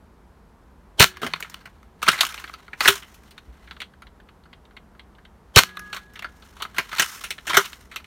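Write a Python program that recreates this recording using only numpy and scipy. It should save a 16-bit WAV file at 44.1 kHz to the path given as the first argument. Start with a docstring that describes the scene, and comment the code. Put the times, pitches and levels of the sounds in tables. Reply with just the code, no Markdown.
"""A spring blaster is fired, primed by hand, held still and fired again, close by in a small quiet room that hums low.
Each shot opens with the plunger's run: a squeal of noise that grows into the slam. The slam rattles the resonant
shell and overloads the input, then a pop and a rising whip of air; the rattle trails off in grains, spring tones ring.
After the first shot a dart drops on the table, then slides scrape as uneven grains while catches and loose parts
clack as chattering blows on the shell. Two faint ticks beat before the second shot; more handling follows it."""
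import sys
import numpy as np
from scipy import signal
from scipy.fft import rfft, irfft
from scipy.io import wavfile
from scipy.ndimage import uniform_filter1d

SR = 44100
rng = np.random.default_rng(int(sys.argv[2]) if len(sys.argv) > 2 else 0)


def file_out(sig):
    """Save sig as 16-bit WAV at sys.argv[1]."""
    # one column per channel
    cols = np.atleast_2d(sig).T
    # limit, then scale
    lim = np.clip(cols, -1, 1)
    pcm = np.round(lim * 32767).astype(np.int16)
    wavfile.write(sys.argv[1], SR, pcm)


N = 355446


def undb(db):
    """Decibels to an amplitude factor."""
    return 10 ** (np.asarray(db) / 20)


def fade(t, t60):
    """Exponential decay that has lost 60 dB after t60 seconds."""
    return np.exp(-np.log(1000) * t / t60)


def unit(x):
    """Scale x to an RMS of 1."""
    return x / np.sqrt(np.mean(x ** 2))


def add(out, start_s, x):
    """Mix x into out from start_s on, cut at the end of the scene."""
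    i = int(start_s * SR)
    out[i:i + len(x)] += x[:N - i]


def resonate(x, hz, width_hz):
    """Two-pole resonance along the last axis, gain 1 at the centre."""
    return signal.lfilter(*signal.iirpeak(hz, hz / width_hz, SR), x)


def grit(shape, spread_db):
    """Dense tiny impacts of very uneven size."""
    return rng.standard_normal(shape) * undb(spread_db * rng.exponential(size=shape))


# Colour of the room hum: pitch_hz [Hz], density_db [dB per Hz, relative]
HUM_COLOUR = [(12, -39.5), (20, -7.5), (60, 5), (107, -11.5), (204, -6.5), (285, -14), (472, -14.5),
              (527, -19), (949, -17), (1480, -23), (2670, -34.5), (2990, -35.5), (7520, -43),
              (12800, -44.5), (16000, -53.5)]
HUM_DB = -51  # RMS level


def hum():
    """Steady room tone: noise shaped to a spectrum that is strongest in the bass."""
    hz = np.maximum(np.fft.rfftfreq(N, 1 / SR), 1)
    pitch_hz, density_db = np.transpose(HUM_COLOUR)
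    colour = undb(np.interp(np.log(hz), np.log(pitch_hz), density_db))
    noise_spectrum = rfft(rng.standard_normal(N))
    return undb(HUM_DB) * unit(irfft(noise_spectrum * colour, N))


ROOM_T60_S, ROOM_TREBLE_T60_S, ROOM_DB = 0.11, 0.14, -15.5


def room(x):
    """Diffuse tail from shelves and walls: decaying noise whose treble lasts slightly longer."""
    t = np.arange(SR // 2) / SR
    noise = rng.standard_normal(len(t))
    low = signal.lfilter(*signal.butter(1, 3000, fs=SR), noise)
    tail = low * fade(t, ROOM_T60_S) + (noise - low) * fade(t, ROOM_TREBLE_T60_S)
    tail = tail * (1 - np.exp(-t / 0.015))  # the reflections build up first
    return undb(ROOM_DB) * signal.fftconvolve(x, tail / np.linalg.norm(tail))[:N]


# Borders between the bass, low, high and treble rings [Hz]
BAND_EDGES_HZ = (900, 2300, 5000)
# Modes of the hollow shell: pitch_hz [Hz], width_hz [Hz], level_db [dB]
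SHELL_MODES = [(167, 113, -1), (229, 74, -1.5), (366, 130, -0.5), (510, 100, -5), (632.6, 160, 0),
               (1050, 180, 1.5), (1289.5, 140, 4.5), (1552, 390, 2.5), (2095, 360, 0.5), (2510, 440, 1.5),
               (2983, 410, 2.5), (3700, 850, -0.5), (4438, 470, -2), (5280, 620, 1.5), (6165, 490, 0.5),
               (6810, 630, 0.5), (8850, 1800, -1.5), (9960, 2400, -2.5), (11900, 2600, -4.5),
               (14800, 2100, -8.5)]


def shell(force, pitch_hz, focus_db, scatter_db):
    """Bass, low, high and treble modal rings for each row of force, with mode levels that vary by row."""
    luck = rng.standard_normal((len(force), len(SHELL_MODES)))
    parts = np.zeros((4,) + force.shape)
    for k, (hz, width_hz, level_db) in enumerate(SHELL_MODES):
        part = np.searchsorted(BAND_EDGES_HZ, hz)
        # low and high modes weaken away from the main pitch, up to one octave off
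        octaves_off = np.minimum(np.abs(np.log2(hz / pitch_hz)), 1) * (part in (1, 2))
        sign = (-1) ** k
        gain = sign * undb(level_db - focus_db * octaves_off + scatter_db * luck[:, k])
        ring = resonate(resonate(force, hz, 3.5 * width_hz), hz, width_hz)
        parts[part] += gain[:, None] * ring
    return parts


# Uneven grainy scrapes on the shell, and the rattle trailing off after each shot: full_s [s], hold_s [s],
# level_db [dB], rise_db_per_s [dB/s], fall_db_per_s [dB/s], treble_db [dB over level_db]
SCRAPES_AND_TAILS = [(1.098, 0.0092, -49, 899.5, 126, -21), (1.28, .04, -48, 150, 120, -12),
                     (1.47, .1, -57, 60, 60, -9), (2.05, 0.068, -42.5, 569, 300, -9.5),
                     (2.185, .02, -34, 279, 149.5, -12), (2.303, 0.078, -46, 150, 115, -4),
                     (2.54, .09, -59.5, 100, 62, -10), (2.833, 0.077, -30, 580.5, 245, -2),
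                     (3.026, 0.22, -63, 100.5, 67.5, -2.5), (3.64, .14, -62, 60, 161.5, -9),
                     (5.655, 0.011, -48, 899, 174, -17), (5.882, 0.1, -56.5, 50.5, 136, -8),
                     (6.198, 0.0091, -51.5, 221.5, 190, -29), (6.46, .05, -62, 60, 150, 0),
                     (6.826, 0.048, -51, 67, 102, -7.5), (6.981, .02, -36, 218, 159, -7),
                     (7.048, 0.097, -45.5, 151, 84, 2.5), (7.578, 0.02, -36.5, 198, 115.5, -2),
                     (7.856, 0.22, -70, 55, 49.5, -3)]


def grain_levels_db(t):
    """Level in dB of each scrape or shot tail at times t: straight rise, hold, straight fall."""
    full_s, hold_s, level_db, rise, fall, _ = np.transpose(SCRAPES_AND_TAILS)[:, :, None]
    before_s, after_s = np.maximum(full_s - t, 0), np.maximum(t - full_s - hold_s, 0)
    return level_db - np.abs(rise) * before_s - np.abs(fall) * after_s


def scrapes_and_tails():
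    """Tiny grains in uneven spurts, coloured by the shell, for the scrapes and the shots' trailing rattle."""
    steps = np.repeat(rng.standard_normal(N // 256 + 1), 256)[:N]
    spurts = uniform_filter1d(steps, size=256)
    grains = grit(N, 0.91) * undb(3.8 * spurts)
    _, low, high, treble = shell(grains[None], 1800., focus_db=0, scatter_db=0)[:, 0]
    gains = undb(grain_levels_db(np.arange(N) / SR))
    treble_gain = undb(np.array(SCRAPES_AND_TAILS)[:, 5]) @ gains
    body = unit(low) + undb(-3.5) * unit(high)
    return gains.sum(axis=0) * body + treble_gain * unit(treble)


# Hollow knocks: start_s [s], level_db [dB], pitch_hz [Hz], t60_s [s]
THUDS = [(1.232, -22, 246, 0.14), (1.236, -44, 159.7, 1), (2.086, -44, 130, 0.065),
         (2.882, -21, 108, 0.085), (2.884, -14.5, 398, 0.13), (3.472, -19.5, 59.6, 0.15),
         (7.572, -8, 393, 0.074)]


def thuds():
    """Soft pushes that each set one low mode going: a decaying sine with a rounded start."""
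    t, out = np.arange(SR // 2) / SR, np.zeros(N)
    for start_s, level_db, pitch_hz, t60_s in THUDS:
        onset = 1 - np.exp(-t * pitch_hz / 2.0)
        add(out, start_s, undb(level_db) * onset * np.sin(2 * np.pi * pitch_hz * t) * fade(t, t60_s))
    return out


# Catches, stops and loose parts hitting the shell: start_s [s], level_db [peak dB of the low ring],
# pitch_hz [Hz], high_db [dB over level_db], treble_db [dB over level_db], chatter_t60_s [s]
CLACKS = [(1.169, -36, 1440, -7, -11, 0.043), (1.216, -32, 1314, -6.5, -11, .15),
          (1.228, -23.5, 1270, -7.5, -19, 0.17), (1.243, -32.5, 1670, -11, -9, 0.09),
          (1.264, -28.5, 2020, -1.5, -8, .077), (1.3353, -22, 3400, 1.5, -18, .026),
          (1.359, -35, 2050, -7, -16, .028), (1.404, -34, 1300, -8, -0.5, 0.047),
          (1.425, -28.5, 2230, 2, -12.5, .048), (1.444, -37, 2340, -13, -27, 0.1),
          (1.4974, -45, 6200, -4, 3, .05), (1.5421, -36.5, 1420, 3.5, -3.5, 0.018),
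          (1.655, -38.5, 1620, -3.5, -15, 0.074), (1.674, -45, 1570, -15, -24, 0.027),
          (1.829, -48, 1290, -12, -13, 0.039), (2.018, -33.5, 1390, -6, -11, 0.071),
          (2.0268, -20, 1270, -4.5, -10.5, 0.072), (2.065, -25, 1490, -4, -14, .096),
          (2.077, -13.5, 1270, -7, -22, 0.11), (2.083, -8, 1350, -3, -8.5, 0.077),
          (2.115, -30.5, 1440, 4.5, -1, 0.091), (2.127, -24.5, 1800, -10.5, -10.5, 0.22),
          (2.189, -28.5, 3980, 2, -18, 0.021), (2.207, -18, 3990, 8, 0, 0.078),
          (2.231, -19, 1380, -18, -12, 0.096), (2.25, -39.5, 1720, 16, 12, 0.059),
          (2.266, -34, 2680, 4, 2, .035), (2.289, -47, 2770, 7, 5, .099),
          (2.342, -34.5, 1270, 1.5, -5, 0.03), (2.377, -36.5, 3420, 3, -19, 0.07),
          (2.44, -31, 1500, -4.5, -19, 0.041), (2.476, -40, 1820, -1.5, -24, 0.061),
          (2.4948, -34.5, 1580, -12, -33, .023), (2.537, -36, 1120, -2, -13, 0.059),
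          (2.596, -48, 1160, -16, -23, 0.03), (2.68, -41, 1220, -8, -29, .031),
          (2.731, -30, 1950, -5.5, -30, 0.06), (2.805, -16.5, 1560, -1, -11, 0.071),
          (2.831, -27, 1210, -11, -6.5, 0.24), (2.847, -25.5, 1320, 3.5, -9, 0.17),
          (2.856, -10.5, 1710, -21, -16.5, .055), (2.876, -14, 2420, 5.5, -3, 0.098),
          (2.8802, -6.5, 1410, -6, -6, 0.082), (2.954, -35, 1500, 0.5, 0, 0.078),
          (2.977, -42, 1680, 1, 0, 0.067), (3.023, -43, 3100, 0.5, -26, 0.13),
          (3.142, -61.5, 1080, 8.5, 9, 0.11), (3.308, -54.5, 3720, 3.5, 2, .083),
          (3.378, -40.5, 1450, 0, -16.5, 0.056), (3.674, -45.5, 2190, -5.5, -30, .1),
          (3.709, -36.5, 3360, -0.5, -21, 0.063), (3.765, -45, 1280, -3, -28, .044),
          (3.802, -36.5, 1870, 3.5, -11, 0.082), (3.816, -33.5, 3170, 0, -14, 0.077),
          (4.02, -42.5, 1673, -7.5, -14, .061), (4.437, -62.5, 3500, 6.5, -12.5, 0.049),
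          (4.652, -62.5, 3480, 8, -12.5, 0.047), (5.15, -63.5, 3300, 7, -13.5, .05),
          (5.69, -42.5, 1620, -2.5, -14, 0.056), (5.77, -30.5, 1280, -3, -17, 0.027),
          (5.793, -36, 1590, -6, -2.5, 0.037), (5.9278, -29.5, 1440, -0.5, -13, 0.11),
          (5.944, -34.5, 1240, -16, -6, 0.096), (5.963, -33, 1455, -2, -9.5, .098),
          (6.1345, -54, 1010, -9, -1, 0.11), (6.155, -41, 2330, 0.5, -12, 0.13),
          (6.1915, -39.5, 2930, 5.5, -6, 0.039), (6.2225, -33.5, 2070, -5, -16, 0.065),
          (6.2433, -27, 1340, -9.5, -26, 0.09), (6.4226, -48.5, 1046, 0, -12.5, 0.077),
          (6.565, -43.5, 1110, -6, -11.5, 0.11), (6.5986, -34.5, 1420, -7.5, -25, 0.36),
          (6.621, -27, 1420, 0, -8, 0.069), (6.65, -29, 1320, -14, -24, 0.057),
          (6.7444, -40.5, 1390, -8, -14, 0.16), (6.763, -34.5, 1630, -4, -14, 0.23),
          (6.782, -15.5, 2380, -5.5, -13, 0.086), (6.9134, -33.5, 1320, -3.5, -19, 0.19),
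          (6.9291, -27, 1410, -8, -18, .046), (6.982, -26, 4060, 3, -6.5, 0.15),
          (6.9955, -14.5, 1920, -2, -1.5, 0.092), (7.0197, -21.5, 1630, 0, -1, 0.073),
          (7.146, -44, 1170, -2.5, -27, 0.05), (7.208, -39, 1310, -3, -13, 0.11),
          (7.237, -32, 1920, 1, -2, 0.14), (7.305, -27, 2200, 0, -2.5, 0.073),
          (7.3802, -36.5, 1860, -2, -23, .084), (7.454, -45, 1280, -8, -29, .05),
          (7.4675, -26, 1890, -2.5, -7.5, 0.29), (7.494, -21.5, 980, -4.5, -11.5, 0.19),
          (7.5324, -18.5, 1960, -8, -17, 0.059), (7.542, -16.5, 1700, -7, -13, .19),
          (7.5683, -6.5, 1375, -6.5, -6.5, 0.11), (7.643, -42, 1600, 7, -12, 0.055),
          (7.656, -41, 1740, 9, 1, 0.068), (7.73, -40, 1770, 3, -6, 0.042),
          (7.913, -40.5, 1920, -5, -14, 0.14), (7.94, -46, 1210, -3, -14, .079),
          (7.959, -31, 2380, 2, -4.5, 0.075), (7.998, -47, 1330, -6, -23, .077),
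          (8.043, -45.5, 1890, 3, -11, 0.039)]
# Two faint beats, each about four a second: start_s [s], level_db [peak dB of the low ring]
TICKS = [(4.0675, -49), (4.287, -50), (4.529, -45), (4.766, -42), (4.994, -43), (5.25, -48)]
TOCKS = [(3.9355, -49), (4.2, -47.5), (4.455, -51), (4.708, -51.5), (4.949, -54.5), (5.183, -50)]
# Their colours: pitch_hz [Hz], high_db [dB], treble_db [dB], chatter_t60_s [s]
TICK_COLOUR = (3124, -1.5, -22, .058)
TOCK_COLOUR = (1404, -11, -27, .06)
# Colour of small ticks shaken loose: high_db [dB], treble_db [dB], chatter_t60_s [s]
LOOSE_COLOUR = (-3, -12.5, .07)
LOOSE_COUNT = 50
LOOSE_DB, LOOSE_SPREAD_DB = 3.5, 2.5  # over the loudest scrape or tail at that moment, give or take


def blows():
    """All blows as columns: the listed clacks, the faint beats and loose ticks at random times."""
    when, size, pitch = rng.random((LOOSE_COUNT, 3)).T
    start_s = when * N / SR
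    level_db = grain_levels_db(start_s).max(axis=0) + LOOSE_DB + LOOSE_SPREAD_DB * (2 * size - 1)
    pitch_hz = 1100 * 2 ** (1.8 * pitch)
    loose = [(*row, *LOOSE_COLOUR) for row in zip(start_s, level_db, pitch_hz)]
    ticks = [(*row, *TICK_COLOUR) for row in TICKS]
    tocks = [(*row, *TOCK_COLOUR) for row in TOCKS]
    return np.transpose(list(CLACKS) + ticks + tocks + loose)


# Span in which the dart lands on the table: start_s [s], end_s [s]
TABLE_S = (1.2, 1.3)
BASS_DB, TABLE_BASS_DB = -16.5, -4  # bass ring against the low one; fuller on the table


def clacks():
    """Each clack is a blow that chatters out and rings the shell; the treble ring is damped soonest."""
    start_s, level_db, pitch_hz, high_db, treble_db, t60_s = blows()
    on_table = (start_s > TABLE_S[0]) & (start_s < TABLE_S[1])
    bass_db = np.where(on_table, TABLE_BASS_DB, BASS_DB)
    t, out = np.arange(8192) / SR, np.zeros(N)
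    # a long chatter also builds more slowly; a short burst stresses the first contact
    t60_s = np.clip(t60_s, .005, .3)[:, None]
    chatter = (1 - np.exp(-t / (0.0088 * t60_s))) * (fade(t, t60_s) + 0.99 * fade(t, 0.0071))
    force = grit((len(start_s), len(t)), 2.5) * chatter
    parts = shell(force, pitch_hz, focus_db=9.0, scatter_db=2.3)
    # the struck part adds its own short ring
    for k in range(len(start_s)):
        part = 1 + int(pitch_hz[k] > BAND_EDGES_HZ[1])
        parts[part, k] += undb(1.5) * resonate(force[k], pitch_hz[k], 91)
    damping_t60_s = np.array([0.39, 0.41, 0.6, 0.36])  # bass, low, high, treble
    parts = parts * fade(t, damping_t60_s[:, None, None])
    # set each ring by its peak level over 4 ms
    parts = parts / np.sqrt(uniform_filter1d(parts ** 2, size=176).max(axis=2, keepdims=True))
    gains = undb(level_db + np.array([bass_db, 0 * start_s, high_db, treble_db]))
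    for when_s, x in zip(start_s, (gains[:, :, None] * parts).sum(axis=0)):
        add(out, when_s, x)
    return out


# Jolts to the spring: start_s [s], level_db [dB], touched_s [s], bass_db [dB, added to the lowest tones]
TWANGS = [(0.9985, -38, 1, 3.5), (5.561, -43, 6.5, 0.5), (5.773, -44, 5.93, -10.5)]
# Tones of the coil: pitch_hz [Hz], level_db [dB], t60_free_s [s], t60_touched_s [s]
SPRING_TONES = [(184, -3, 2, 0.39), (372, -5.5, 1.3, .8), (1230, -2.5, 1.1, .1), (1670, -2, 2.1, 0.11),
                (1670, -9.5, 1.8, 1.3)]


def spring():
    """The coil rings at its own tones after each jolt and decays at another rate once touched."""
    t, out = np.arange(N) / SR, np.zeros(N)
    for start_s, twang_db, touched_s, bass_db in TWANGS:
        free = np.clip(t, start_s, touched_s) - start_s
        touched = np.maximum(t - touched_s, 0)
        for pitch_hz, tone_db, t60_free_s, t60_touched_s in SPRING_TONES:
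            decay = (t > start_s) * fade(free, t60_free_s) * fade(touched, t60_touched_s)
            level_db = twang_db + tone_db + bass_db * (pitch_hz < BAND_EDGES_HZ[0])
            out += undb(level_db) * decay * np.sin(2 * np.pi * pitch_hz * t)
    return out


def plunger_run(t, run_s):
    """The seal squeals along the tube: noise with a narrow and a broad resonance, louder towards the slam."""
    noise = grit(int(run_s * SR), 0.95)
    squeal = 2 * t[:len(noise)] / run_s * unit(resonate(noise, 3120, 120))
    hiss = undb(-14.5) * unit(noise)
    body = undb(0.5) * unit(resonate(noise, 600, 700))
    return undb(np.linspace(-20, 8, num=len(noise))) * (squeal + hiss + body)


def slam_rattle(t, rattle_s, exit_s):
    """The slam shakes the shell: uneven noise starts with a crack, dips as the dart leaves, then fades."""
    crack_and_dip = 1 + 1.5 * fade(t, 0.0093) - 0.43 * np.exp(-((t - exit_s - .004) / 0.0033) ** 2)
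    hold_and_fade = np.where(t < rattle_s, 1, fade(t - rattle_s, 0.063))
    force = grit(len(t), 5.3) * crack_and_dip * hold_and_fade
    parts = shell(force[None], 2200., focus_db=0, scatter_db=1.0)[:, 0]
    parts = parts / np.std(parts[:, :2048], axis=1, keepdims=True)
    # the first contact is bright; the lower modes take a few ms to build
    build_s = np.array([0.003, 0.0071, 0.00026, .0003])
    parts = parts * (1 - np.exp(-t / build_s[:, None]))
    return undb([-17.0, -4, -3.0, -8]) @ parts  # bass, low, high, treble


def air_pop(t):
    """The barrel's air column thumps once the dart is out: two decaying sines."""
    thump = np.sin(2 * np.pi * 112 * t) * fade(t, 0.036)
    return thump + undb(-5.5) * np.sin(2 * np.pi * 430 * t) * fade(t, 0.04)


def air_whip(t):
    """A whip of air: a short sine burst sweeping up from 600 Hz."""
    sweep_hz = 600 * np.exp(np.minimum(t / .006, 2))
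    return np.sin(2 * np.pi * np.cumsum(sweep_hz) / SR) * np.exp(-((t - .0055) / .003) ** 2)


# Moments the plunger slams home: start_s [s]
SLAMS_S = (.9964, 5.5602)
# One row a slam: rattle_db [dB], rattle_s [s], pop_db [dB], run_db [dB], whip_db [dB]
SHOTS = [(-5, 0.032, -3.5, -37, -5.5), (-5.5, 0.028, 0.5, -40.5, -4.5)]


def shots(run_s=.023, exit_s=.0062):
    """Plunger run into the slam and its rattle, then pop and whip from exit_s after the slam."""
    t, out = np.arange(SR // 2) / SR, np.zeros(N)
    for slam_s, (rattle_db, rattle_s, pop_db, run_db, whip_db) in zip(SLAMS_S, SHOTS):
        add(out, slam_s - run_s, undb(run_db) * plunger_run(t, run_s))
        add(out, slam_s, undb(rattle_db) * slam_rattle(t, rattle_s, exit_s))
        add(out, slam_s + exit_s, undb(pop_db) * air_pop(t) + undb(whip_db) * air_whip(t))
    return out


def scene():
    """The blaster's sounds, their room tail and the hum, as one channel."""
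    near = clacks() + scrapes_and_tails() + shots() + spring() + thuds()
    return (near + room(near) + hum())[None]


TOP_HZ = 15950


def record(dry):
    """The microphone drops the deepest bass, the input saturates sharply at full scale, the top is cut."""
    picked = signal.sosfilt(signal.butter(2, 42, "high", fs=SR, output="sos"), dry)
    clipped = picked / (1 + np.abs(picked) ** 8) ** (1 / 8)
    return signal.sosfilt(signal.ellip(8, .2, 60, TOP_HZ, fs=SR, output="sos"), clipped)


dry = scene()
out = record(dry)
file_out(out)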